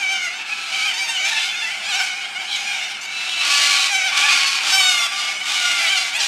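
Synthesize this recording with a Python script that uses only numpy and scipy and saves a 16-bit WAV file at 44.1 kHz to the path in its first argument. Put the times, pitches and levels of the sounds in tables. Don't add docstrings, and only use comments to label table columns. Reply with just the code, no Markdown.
import sys
import numpy as np
from scipy import signal
from scipy.fft import rfft, irfft, next_fast_len
from scipy.io import wavfile
from scipy.ndimage import uniform_filter1d

SR = 44100
rng = np.random.default_rng(int(sys.argv[2]) if len(sys.argv) > 2 else 0)


def bounce(signal):
    frames = np.transpose(np.atleast_2d(signal))
    limited = np.clip(frames, -1, 1)
    pcm = np.round(limited * 32767).astype(np.int16)
    wavfile.write(sys.argv[1], SR, pcm)


N = 276507

WAIL_ATTACK_SHARE = 0.14
WAIL_RELEASE_S, WAIL_SLACK_GAIN_DB = 0.02, 0.5
WAIL_DROOP = 0.029

# (start [s], length [s], first pitch [Hz], last pitch [Hz],
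# quavers in the call [count], quaver depth [share of pitch], level [dB], crescendo [dB over the call],
# treble lift [dB], beak resonance [Hz], roughness [0-1])
NEAR_WAILS = [ (.13, 0.15, 722, 688, 1.15, 0.0055, -28, -2, 5, 2100, 0.07),
              (0.282, .11, 690, 735, 0.92, 0.016, -33.5, -12, -7, 3300, .5),
              (0.393, 0.063, 881, 850, 0.73, 0.018, -33.5, -9, -27, 2560, 0.35),
              (.495, 0.038, 820, 855, 0.61, 0.018, -25, 8.5, -21, 2500, 0.16),
              (0.854, 0.07, 811, 678, 0.74, 0.02, -32.5, 9, 5, 1487, 0.16),
              (1.249, 0.05, 887.3, 870, 0.97, 0.018, -26, 6, 11, 2690, 0),
              (1.311, 0.021, 910, 917, 0.96, 0.01607, -24.5, 7, 0, 1810, 0.2),
              (1.35, 0.033, 867, 910, 1.04, 0.014, -24, 12, -5, 2670, 0.08),
              (1.515, 0.044, 864, 857, 1.2, 0.031, -26.5, 0, 5, 2620, 0.03),
              (1.62, 0.034, 870, 910, 1.25, 0.016, -26, 1, -2, 2740, 0),
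              (2.038, 0.22, 733, 730.5, 2.05, 0.016, -30, -3, 1, 1800, 0.32),
              (2.355, 0.1, 743, 759, 1.04, 0.03, -30, -8.5, -3, 2542, 0.01),
              (2.442, 0.16, 707, 739, 2.3, 0.012, -37, 5, 12, 3000, 0.3),
              (2.514, 0.051, 805, 779, 1.05, 0.0067, -27.5, 4, 8, 2410, 0.33),
              (2.562, 0.36, 703, 729, 4.15, 0.019, -31, -0.5, 13, 2090, 0.19),
              (2.633, 0.1, 716, 711, 1, 0.0035, -36, 3, -10, 2150, 0.12),
              (3.015, 0.046, 734, 807, 1.06, 0.0064, -31.5, -1, 17, 2250, 0.25),
              (3.892, 0.14, 678, 660, 1.14, 0.014, -28.5, -1, 8, 3350, 0.25),
              (4.309, 0.086, 714, 713, 0.74, 0.0086, -23.5, -6, 11, 3550, 0.14),
              (4.314, .13, 745, 760, 1.03, 0.028, -26.5, -2, -10, 2270, 0.12),
              (4.462, 0.057, 879, 872, 1.05, 0.0093, -24.5, -7, 17, 4370, 0.08),
              (5.124, 0.37, 723, 731, 5.4, 0.018, -30, -6, 8, 2180, 0.16),
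              (5.613, 0.2, 691.4, 685.6, 1.94, 0.02, -26, 1, -8, 2550, 0.13),
              (5.98, .11, 687, 691, 0.73, 0.0051, -27.5, -11, 6, 4800, 0), ]
# (frequency [Hz], level [dB])
WAIL_COLOUR = [(450, -11), (720, -12.5), (1100, -3.5), (1500, -7), (1850, -2.5), (2250, 3.5), (2800, -2.5),
               (3600, -6), (4500, -12), (6600, -13.5), (8300, -23.5), (11000, -31), (15000, -49)]


def wail(start_s, length_s, first_hz, last_hz, quavers, depth, level_db, crescendo_db, bright_db, beak_hz,
         rough, flutter_db=1.36, beak_db=5):
    at, progress, slack, fade = breath(start_s, length_s, WAIL_ATTACK_SHARE * length_s, WAIL_RELEASE_S)
    crest = -np.cos(2 * np.pi * quavers * progress)
    glide_hz = first_hz + (last_hz - first_hz) * progress
    hz = glide_hz * (1 + depth * crest - WAIL_DROOP * slack * progress)
    db = level_db + crescendo_db * (progress - .5) + WAIL_SLACK_GAIN_DB * slack
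    db = db + flutter_db * drift(len(at), 95.0)
    voice = resonance(colour(membrane(hz, rough), WAIL_COLOUR), beak_hz, beak_db)
    return at, brighten(voice, bright_db) * fade * from_db(db)


# (roughness [0-1], treble lift [dB], beak lift [dB],
# upper resonance [Hz], its lift [dB], course as rows of
# (time [s], pitch [Hz], level [dB], beak resonance [Hz]))
NEAREST_CRIES = [ (0.052, -3.5, 10.4, 6200, 7, [(0, 830, -25, 2480), (.032, 776, -18, 2300),
                 (.06, 757, -23.5, 2290), (.12, 780, -21, 2300), (.18, 761, -26.5, 2280),
                 (.232, 726, -25, 2200), (.268, 714, -23.5, 2150), (.29, 685, -31, 2100)]),
                 (0.302, 0.5, 8.5, 4700, 3, [(.725, 728.6, -27, 2400), (.76, 798, -23.5, 2372),
                 (.81, 733.5, -26, 2892), (.865, 802, -19.5, 2450), (.915, 730, -23, 2900)]),
                 (.27, 1.5, 6.1, 6000, 3, [(.945, 791, -38, 2400), (.985, 745, -26.5, 3000),
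                 (1.035, 791, -20, 2470), (1.065, 736, -50, 2400), (1.1, 778, -28.5, 3040),
                 (1.145, 760, -27.5, 3060), (1.18, 717, -22.5, 2880), (1.2, 772.4, -23, 2427),
                 (1.225, 739, -27.5, 2330), (1.265, 803, -17.5, 2407), (1.3, 774, -32, 2400)]),
                 (.3, 4, 5.9, 5200, 9, [(.94, 873, -26, 3700), (.965, 905, -30, 3708),
                 (.99, 967, -26, 3900), (1.02, 943, -40, 3800), (1.045, 933, -23, 3700),
                 (1.067, 872, -33, 3600), (1.1, 934, -20.5, 2770), (1.14, 882, -33, 2670),
                 (1.185, 810, -41, 3400)]), (0.01, 5, 13.5, 2200, 7, [(1.31, 712.5, -32, 3500),
                 (1.42, 691.5, -26, 3420), (1.47, 728, -26, 4270), (1.5, 693.5, -27.5, 3500),
                 (1.54, 680, -32, 3380), (1.575, 734, -26, 4170), (1.63, 684, -26.5, 3400),
                 (1.68, 660, -26, 1970), (1.725, 789, -28, 3124), (1.77, 683, -33, 2070),
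                 (1.81, 760, -36, 2880), (1.83, 731, -42, 2930)]),
                 (0.463, -3, 5.2, 4600, 3, [(1.835, 790, -43, 2400), (1.86, 783, -25, 2413),
                 (1.89, 840.4, -24, 2450), (1.94, 728, -20, 2900), (1.968, 798, -24.5, 3920),
                 (2.01, 729, -18.5, 2820), (2.05, 770, -26, 2290)]),
                 (0.038, -12, 5.7, 1800, 5, [(2.63, 764, -55, 2400), (2.67, 814, -23.5, 2450),
                 (2.73, 799, -23.5, 2420), (2.78, 767, -40, 2350), (2.81, 714, -44, 2200)]),
                 (.04, -1, 4.8, 5750, 5.5, [(3.895, 818, -24, 2400), (3.92, 812, -21.5, 2400),
                 (3.95, 755, -16.5, 2360), (3.975, 780, -20.5, 2330), (4.005, 741, -23, 2250),
                 (4.035, 744, -23, 2260), (4.062, 786, -18, 3060), (4.088, 710, -24, 2790),
                 (4.103, 682, -22.5, 2100)]), (0.17, -8, 5.48, 2000, 3.6, [(4.15, 797, -24, 2400),
                 (4.195, 746.5, -27, 2250), (4.24, 824, -16.5, 2450), (4.27, 895, -21, 2700),
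                 (4.3, 808, -24, 2400)]), (.05, 6, 7.7, 4700, 5, [(4.725, 763.6, -16.5, 3880),
                 (4.788, 776, -15, 2360), (4.82, 744.3, -15.5, 3800), (4.866, 742, -14.5, 3748),
                 (4.892, 738, -17, 3700), (4.915, 721, -16.5, 2180), (4.965, 710.5, -16.5, 2150),
                 (4.994, 704, -21.5, 3540), (5.026, 692.6, -19, 3500), (5.056, 693, -20.5, 3370),
                 (5.068, 638, -21, 3290)]), (0.015, 1, 8.6, 4940, 3, [(5.55, 734, -23, 2190),
                 (5.6, 726.5, -24.5, 1480), (5.66, 713, -22.5, 1450), (5.7, 718.4, -19.5, 2160),
                 (5.77, 699, -22, 2100), (5.85, 674, -23, 2050), (5.89, 646, -21, 4400)]),
                 (0.182, -0.5, 9.3, 6400, 2, [(5.785, 750, -23, 2290), (5.822, 807, -22, 2394),
                 (5.87, 725, -20, 2220), (5.92, 800, -18, 2400), (5.95, 771, -20.5, 2390),
                 (5.98, 696, -19, 4950)]), (0.45, 6.5, 11, 5100, -1, [(6.135, 785, -24, 2400),
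                 (6.165, 847, -19.5, 2500), (6.19, 945, -23.5, 2800), (6.212, 817, -16.5, 3250),
                 (6.235, 778, -28, 2380), (6.27, 862, -31, 2627)]), ]
# (frequency [Hz], level [dB])
CRY_COLOUR = [(450, -20), (740, -10.5), (1100, 0.5), (1500, -4), (1850, -4.5), (2250, 1.5), (2800, -0.5),
              (3600, -5), (4500, -7.5), (6600, -9.5), (8400, -17), (11000, -24.5), (15000, -38)]


def cry(rough, bright_db, beak_db, upper_hz, upper_db, course, flutter_db=1.0):
    start_s, end_s = course[0][0], course[-1][0]
    at, _, _, fade = breath(start_s, end_s - start_s, 0, 0)
    s, *columns = np.transpose(course)
    hz, db, beak_hz = (uniform_filter1d(np.interp(at / SR, s, column), size=700, mode="nearest")
                       for column in columns)
    voice = resonance(colour(membrane(hz, rough), CRY_COLOUR), beak_hz, beak_db)
    voice = brighten(resonance(voice, upper_hz, upper_db), bright_db)
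    voice = voice / np.sqrt(uniform_filter1d(voice ** 2, size=1000))
    return at, voice * fade * from_db(db + flutter_db * drift(len(at), 88.6))


SCREECH_RELEASE_S, SCREECH_SLACK_DB = 0.043, 10
SCREECH_DULLING_DB = 5.5
SCREECH_ARCH = .012
BEAK_WANDER, BEAK_WANDER_PER_S = 0.013, 32.4
RASP_AIR = .45

# (start [s], length [s],
# first pitch [Hz], last pitch [Hz], attack [s], level [dB], crescendo [dB over the call],
# treble lift at full pressure [dB], timing jitter [share of a cycle], lower resonance [Hz],
# upper resonance [Hz], lift of each [dB], sinking of both as the beak closes [share; negative rises],
# ring of the fundamental [dB])
NEAR_SCREECHES = [ (0.451, 0.46, 1333, 1253, 0.048, -28.5, 2.5, 4.5, 0.11, 2620, 4080, 8, 0, 2),
                  (1.247, 0.26, 1193, 1174, 0.019, -25.5, -4, 13, 0.27, 2632, 3797, 12, .02, -17),
                  (1.884, 0.22, 1156, 1137, 0.021, -32.5, 9, 10, .3, 2200, 2900, 1, .04, -13),
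                  (2.477, 0.13, 1237, 1188, .046, -25.5, -10, 6, 0.25, 3200, 3940, 20, .04, -7),
                  (3.08, 0.4, 1314, 1312, 0.059, -24.5, 8, 4, 0.082, 2780, 3900, 11, 0, -8),
                  (3.408, 0.5, 1149, 1108, 0.11, -15, -3, 6.5, 0.24, 2440, 4260, 7, 0.11, -2),
                  (4.123, 0.21, 1116, 1164, 0.052, -17, -7, 3.5, 0.18, 2300, 3520, 6.5, .026, 0.5),
                  (4.283, 0.34, 1105, 1083, 0.011, -17.5, -6.5, 2.5, 0.19, 2380, 4570, 8, .05, 0),
                  (4.608, .15, 1193, 1187, 0.093, -15.5, -3, 5, 0.297, 3450, 4800, 2.5, .015, -8),
                  (4.743, 0.34, 1174, 1142, 0.048, -24, -3, 4, 0.25, 2700, 3544, 9, 0.0056, 7),
                  (5.116, .25, 1162, 1181, 0.085, -26, -10, 12.5, .14, 3305, 4900, 8.5, -.013, 9.5),
                  (5.432, 0.71, 1186, 1120, .06, -23, -5.5, 5.5, 0.23, 2200, 3520, 5.5, 0.053, -3),
                  (6.19, 0.11, 1255, 1194, 0.023, -20.5, 4, 8, 0.37, 2580, 5164, 1, .05, -14), ]
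# (frequency [Hz], level [dB])
SCREECH_COLOUR = [(300, -18.5), (570, -20), (780, -14.5), (950, -9), (1140, -2), (1400, -2.5), (1950, -7.5),
                  (2350, -.5), (3300, -2.5), (4700, -6.5), (6900, -11.5), (8200, -14.5), (11500, -27),
                  (15000, -38)]
# (time [s], chaos [0 = steady limp, 1 = chaos])
MEMBRANE_CHAOS = [(3.49, 1), (3.54, .16), (3.69, .26), (3.75, .65), (3.87, .75), (3.92, 1)]


def screech(start_s, length_s, first_hz, last_hz, attack_s, level_db, crescendo_db, bright_db, jitter,
            lower_hz, upper_hz, beak_db, sink, root_db, waver=.003, rattle_db=0.93):
    at, progress, slack, fade = breath(start_s, length_s, attack_s, SCREECH_RELEASE_S)
    size = len(at)
    glide_hz = first_hz + (last_hz - first_hz) * progress
    hz = glide_hz * (1 + SCREECH_ARCH * np.sin(np.pi * progress) + waver * drift(size, 40.84))
    db = level_db + crescendo_db * (progress - .5) - SCREECH_SLACK_DB * slack
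    chaos = np.interp(at / SR, *np.transpose(MEMBRANE_CHAOS))
    pulses = windpipe(slaps(hz, jitter, chaos))
    source = pulses + RASP_AIR * rasp(np.cumsum(hz) / SR)
    voice = resonance(colour(source, SCREECH_COLOUR), hz, root_db, width_hz=170)
    for centre_hz in (lower_hz, upper_hz):
        sag = 1 - sink * (progress - .5) + BEAK_WANDER * drift(size, BEAK_WANDER_PER_S)
        voice = resonance(voice, centre_hz * sag, beak_db, width_hz=230)
    surge_db = rattle_db * drift(size, 177.0)
    voice = brighten(voice, bright_db - SCREECH_DULLING_DB * slack + surge_db)
    return at, voice * fade * from_db(db + surge_db / 2)


LIMP = [.137, -.084, .048, -.102]


def slaps(hz, jitter, chaos, memory=0.841, force_db=3.0):
    cycles, beats = np.cumsum(hz) / SR, len(LIMP)
    beat = np.arange(int(cycles[-1]))
    chance = np.random.default_rng(rng.integers(1 << 30)).standard_normal((len(beat), 2))
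    feedback = np.r_[1, np.zeros(beats - 1), -memory]
    erratic = rms_one(signal.lfilter([1], feedback, chance[:, 0]))
    wild = np.clip(np.interp(beat, cycles, chaos), 0, 1)
    late = wild * jitter * erratic + np.sqrt(1 - wild ** 2) * np.array(LIMP)[beat % beats]
    where = np.interp(beat + late, cycles, np.arange(len(hz)))
    whole, force = where.astype(int), -from_db(force_db * chance[:, 1])
    out = np.zeros(len(hz) + 1)
    np.add.at(out, whole, force * (1 - where % 1))
    np.add.at(out, whole + 1, force * (where % 1))
    return rms_one(out[:-1] - out.mean())


def windpipe(x, hz=3600, width_hz=2500):
    r = np.exp(-np.pi * width_hz / SR)
    poles = [1, -2 * r * np.cos(2 * np.pi * hz / SR), r * r]
    return signal.lfilter(poles[::-1], poles, x)


WAIL_TREMOR = 0.0401
LEAF_FLICKER, ROUGH_FLICKER = 0.31, 0.55


def membrane(hz, rough):
    hz = hz * (1 + WAIL_TREMOR * rough * drift(len(hz), 70.44))
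    cycles = np.cumsum(hz * (1 + .035 * rough * drift(len(hz), 450))) / SR
    flicker = min(LEAF_FLICKER + ROUGH_FLICKER * rough, .7)
    return syrinx(cycles, count=21, flicker=flicker) + .5 * rough * rasp(cycles)


def syrinx(cycles, count=19, flicker=0.42):
    out = np.zeros(len(cycles))
    for k in range(1, count + 1):
        strength = np.exp(min(.11 * k, flicker) * drift(len(cycles), 24))
        out += strength * np.sin(2 * np.pi * (k * cycles + rng.random()))
    return rms_one(out)


def rasp(cycles, depth=0.81):
    return rms_one(rng.standard_normal(len(cycles)) * (1 + depth * np.cos(2 * np.pi * cycles)))


def breath(start_s, length_s, attack_s, release_s, edge_s=.01):
    first = max(int((start_s - edge_s) * SR), 0)
    at = np.arange(first, min(int((start_s + length_s + edge_s) * SR), N))
    since, left = at / SR - start_s, start_s + length_s - at / SR
    pressure = np.minimum(since / max(attack_s, 1e-3), left / max(release_s, 1e-3))
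    slack = 1 - np.clip(pressure, 0, 1)
    fade = np.clip(np.minimum(since, left) / edge_s + 1, 0, 1) ** 2
    return at, since / length_s, slack, fade


def resonance(x, hz, db, width_hz=500):
    turn = np.exp(2j * np.pi * np.cumsum(hz * np.ones(len(x))) / SR)
    r = np.exp(-np.pi * width_hz / SR)
    band = 2 * np.real(turn * signal.lfilter([1 - r], [1, -r], x / turn))
    return rms_one(x + (from_db(db) - 1) * band)


def brighten(x, db, split_hz=3900):
    low = signal.sosfiltfilt(signal.butter(2, split_hz, fs=SR, output="sos"), x)
    high, gain = x - low, from_db(db)
    power = np.mean(low ** 2) + 2 * gain * np.mean(low * high) + gain ** 2 * np.mean(high ** 2)
    return (low + gain * high) / np.sqrt(power)


def perform(call, table):
    out = np.zeros(N)
    for row in table:
        at, sound = call(*row)
        out[at] += sound
    return out


# (time [s], level [dB])
FLOCK_LEVEL = [(0, -27), (.25, -32), (.4, -29), (.55, -32.5), (.75, -25), (1.1, -29.5), (1.4, -24.5),
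               (1.65, -31), (1.9, -25.5), (2.3, -30), (2.8, -25), (3, -30.5), (3.3, -28), (3.7, -20),
               (3.92, -28.5), (4.08, -23), (4.2, -22), (4.4, -25.5), (6.27, -27)]
# (frequency [Hz], level [dB])
FLOCK_COLOUR = [(300, -59), (550, -9.5), (760, -11), (1050, -5.5), (1500, -10.5), (1900, -4.5), (2280, 2.5),
                (2800, -1), (3600, -7), (5000, -10), (7000, -17), (9500, -22.5), (12000, -27.5),
                (15000, -26)]


def flock(count=13, pitch_hz=765, wander=.07, quaver=.045, murmur=0.18, air=0.51):
    out = np.zeros(N)
    for _ in range(count):
        bend = wander * drift(N, 5) + quaver * drift(N, 28) + .011 * drift(N, 500)
        cycles = np.cumsum(pitch_hz * np.exp(bend)) / SR
        calling = np.clip(3 * drift(N, 12) - .5, 0, 1)
        out += (syrinx(cycles, count=12) + air * rasp(cycles)) * (calling + murmur)
    voices = colour(out, FLOCK_COLOUR)
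    voices /= np.sqrt(uniform_filter1d(voices ** 2, SR // 6))
    return voices * from_db(np.interp(np.arange(N) / SR, *np.transpose(FLOCK_LEVEL)))


# (delay [s], level [dB])
REFLECTIONS = [(.0023, -34), (.0071, -66), (.031, -17.5), (.058, -10.5)]


def car_park(x, scatter_db=-13, t60=0.16, dull_hz=5000):
    t = np.arange(SR // 2) / SR
    tail = rng.standard_normal(len(t)) * from_db(-60 * t / t60)
    tail = signal.sosfilt(signal.butter(1, dull_hz, fs=SR, output="sos"), tail)
    response = from_db(scatter_db) * tail / np.sqrt(np.sum(tail ** 2))
    response[0] += 1
    for delay_s, db in REFLECTIONS:
        response[int(delay_s * SR)] += from_db(db)
    return signal.fftconvolve(x, response)[:N]


# (frequency [Hz], level [dB])
TOWN_COLOUR = [(25, -30), (65, -23), (90, -13), (140, -9.5), (200, -0.5), (250, -5.5), (400, -2),
               (600, -14), (1500, 9.5), (8000, -50)]


def town(level_db=-41):
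    return from_db(level_db) * colour(rng.standard_normal(N), TOWN_COLOUR)


def colour(x, spectrum):
    size = next_fast_len(len(x) + SR // 20)
    hz, db = np.transpose(spectrum)
    bins = np.maximum(np.arange(size // 2 + 1) * SR / size, 1)
    gain = from_db(np.interp(np.log(bins), np.log(hz), db))
    gain = gain * np.minimum(bins / hz[0], 1) ** 2
    return rms_one(irfft(rfft(x, size) * gain, size)[:len(x)])


def drift(size, rate):
    steps = np.arange(size) * rate / SR
    values = np.random.default_rng(rng.integers(1 << 30)).standard_normal(int(steps[-1]) + 2)
    return rms_one(np.interp(steps, np.arange(len(values)), values))


def rms_one(x):
    return x / np.sqrt(np.mean(x ** 2) + 1e-20)


def from_db(db):
    return 10 ** (np.asarray(db) / 20)


def scene(screech_db=-1.5, flock_db=-1.0):
    near = perform(wail, NEAR_WAILS) + perform(cry, NEAREST_CRIES)
    near = near + from_db(screech_db) * perform(screech, NEAR_SCREECHES)
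    birds = near + from_db(flock_db) * flock()
    return (car_park(birds) + town())[None]


def record(dry):
    low_pass = signal.ellip(10, .2, 80, 15400, fs=SR, output="sos")
    high_pass = signal.butter(2, 55, "high", fs=SR, output="sos")
    rounded = dry / (1 + (dry / .85) ** 6) ** (1 / 6)
    return signal.sosfilt(low_pass, signal.sosfilt(high_pass, rounded))


dry = scene()
out = record(dry)
bounce(out)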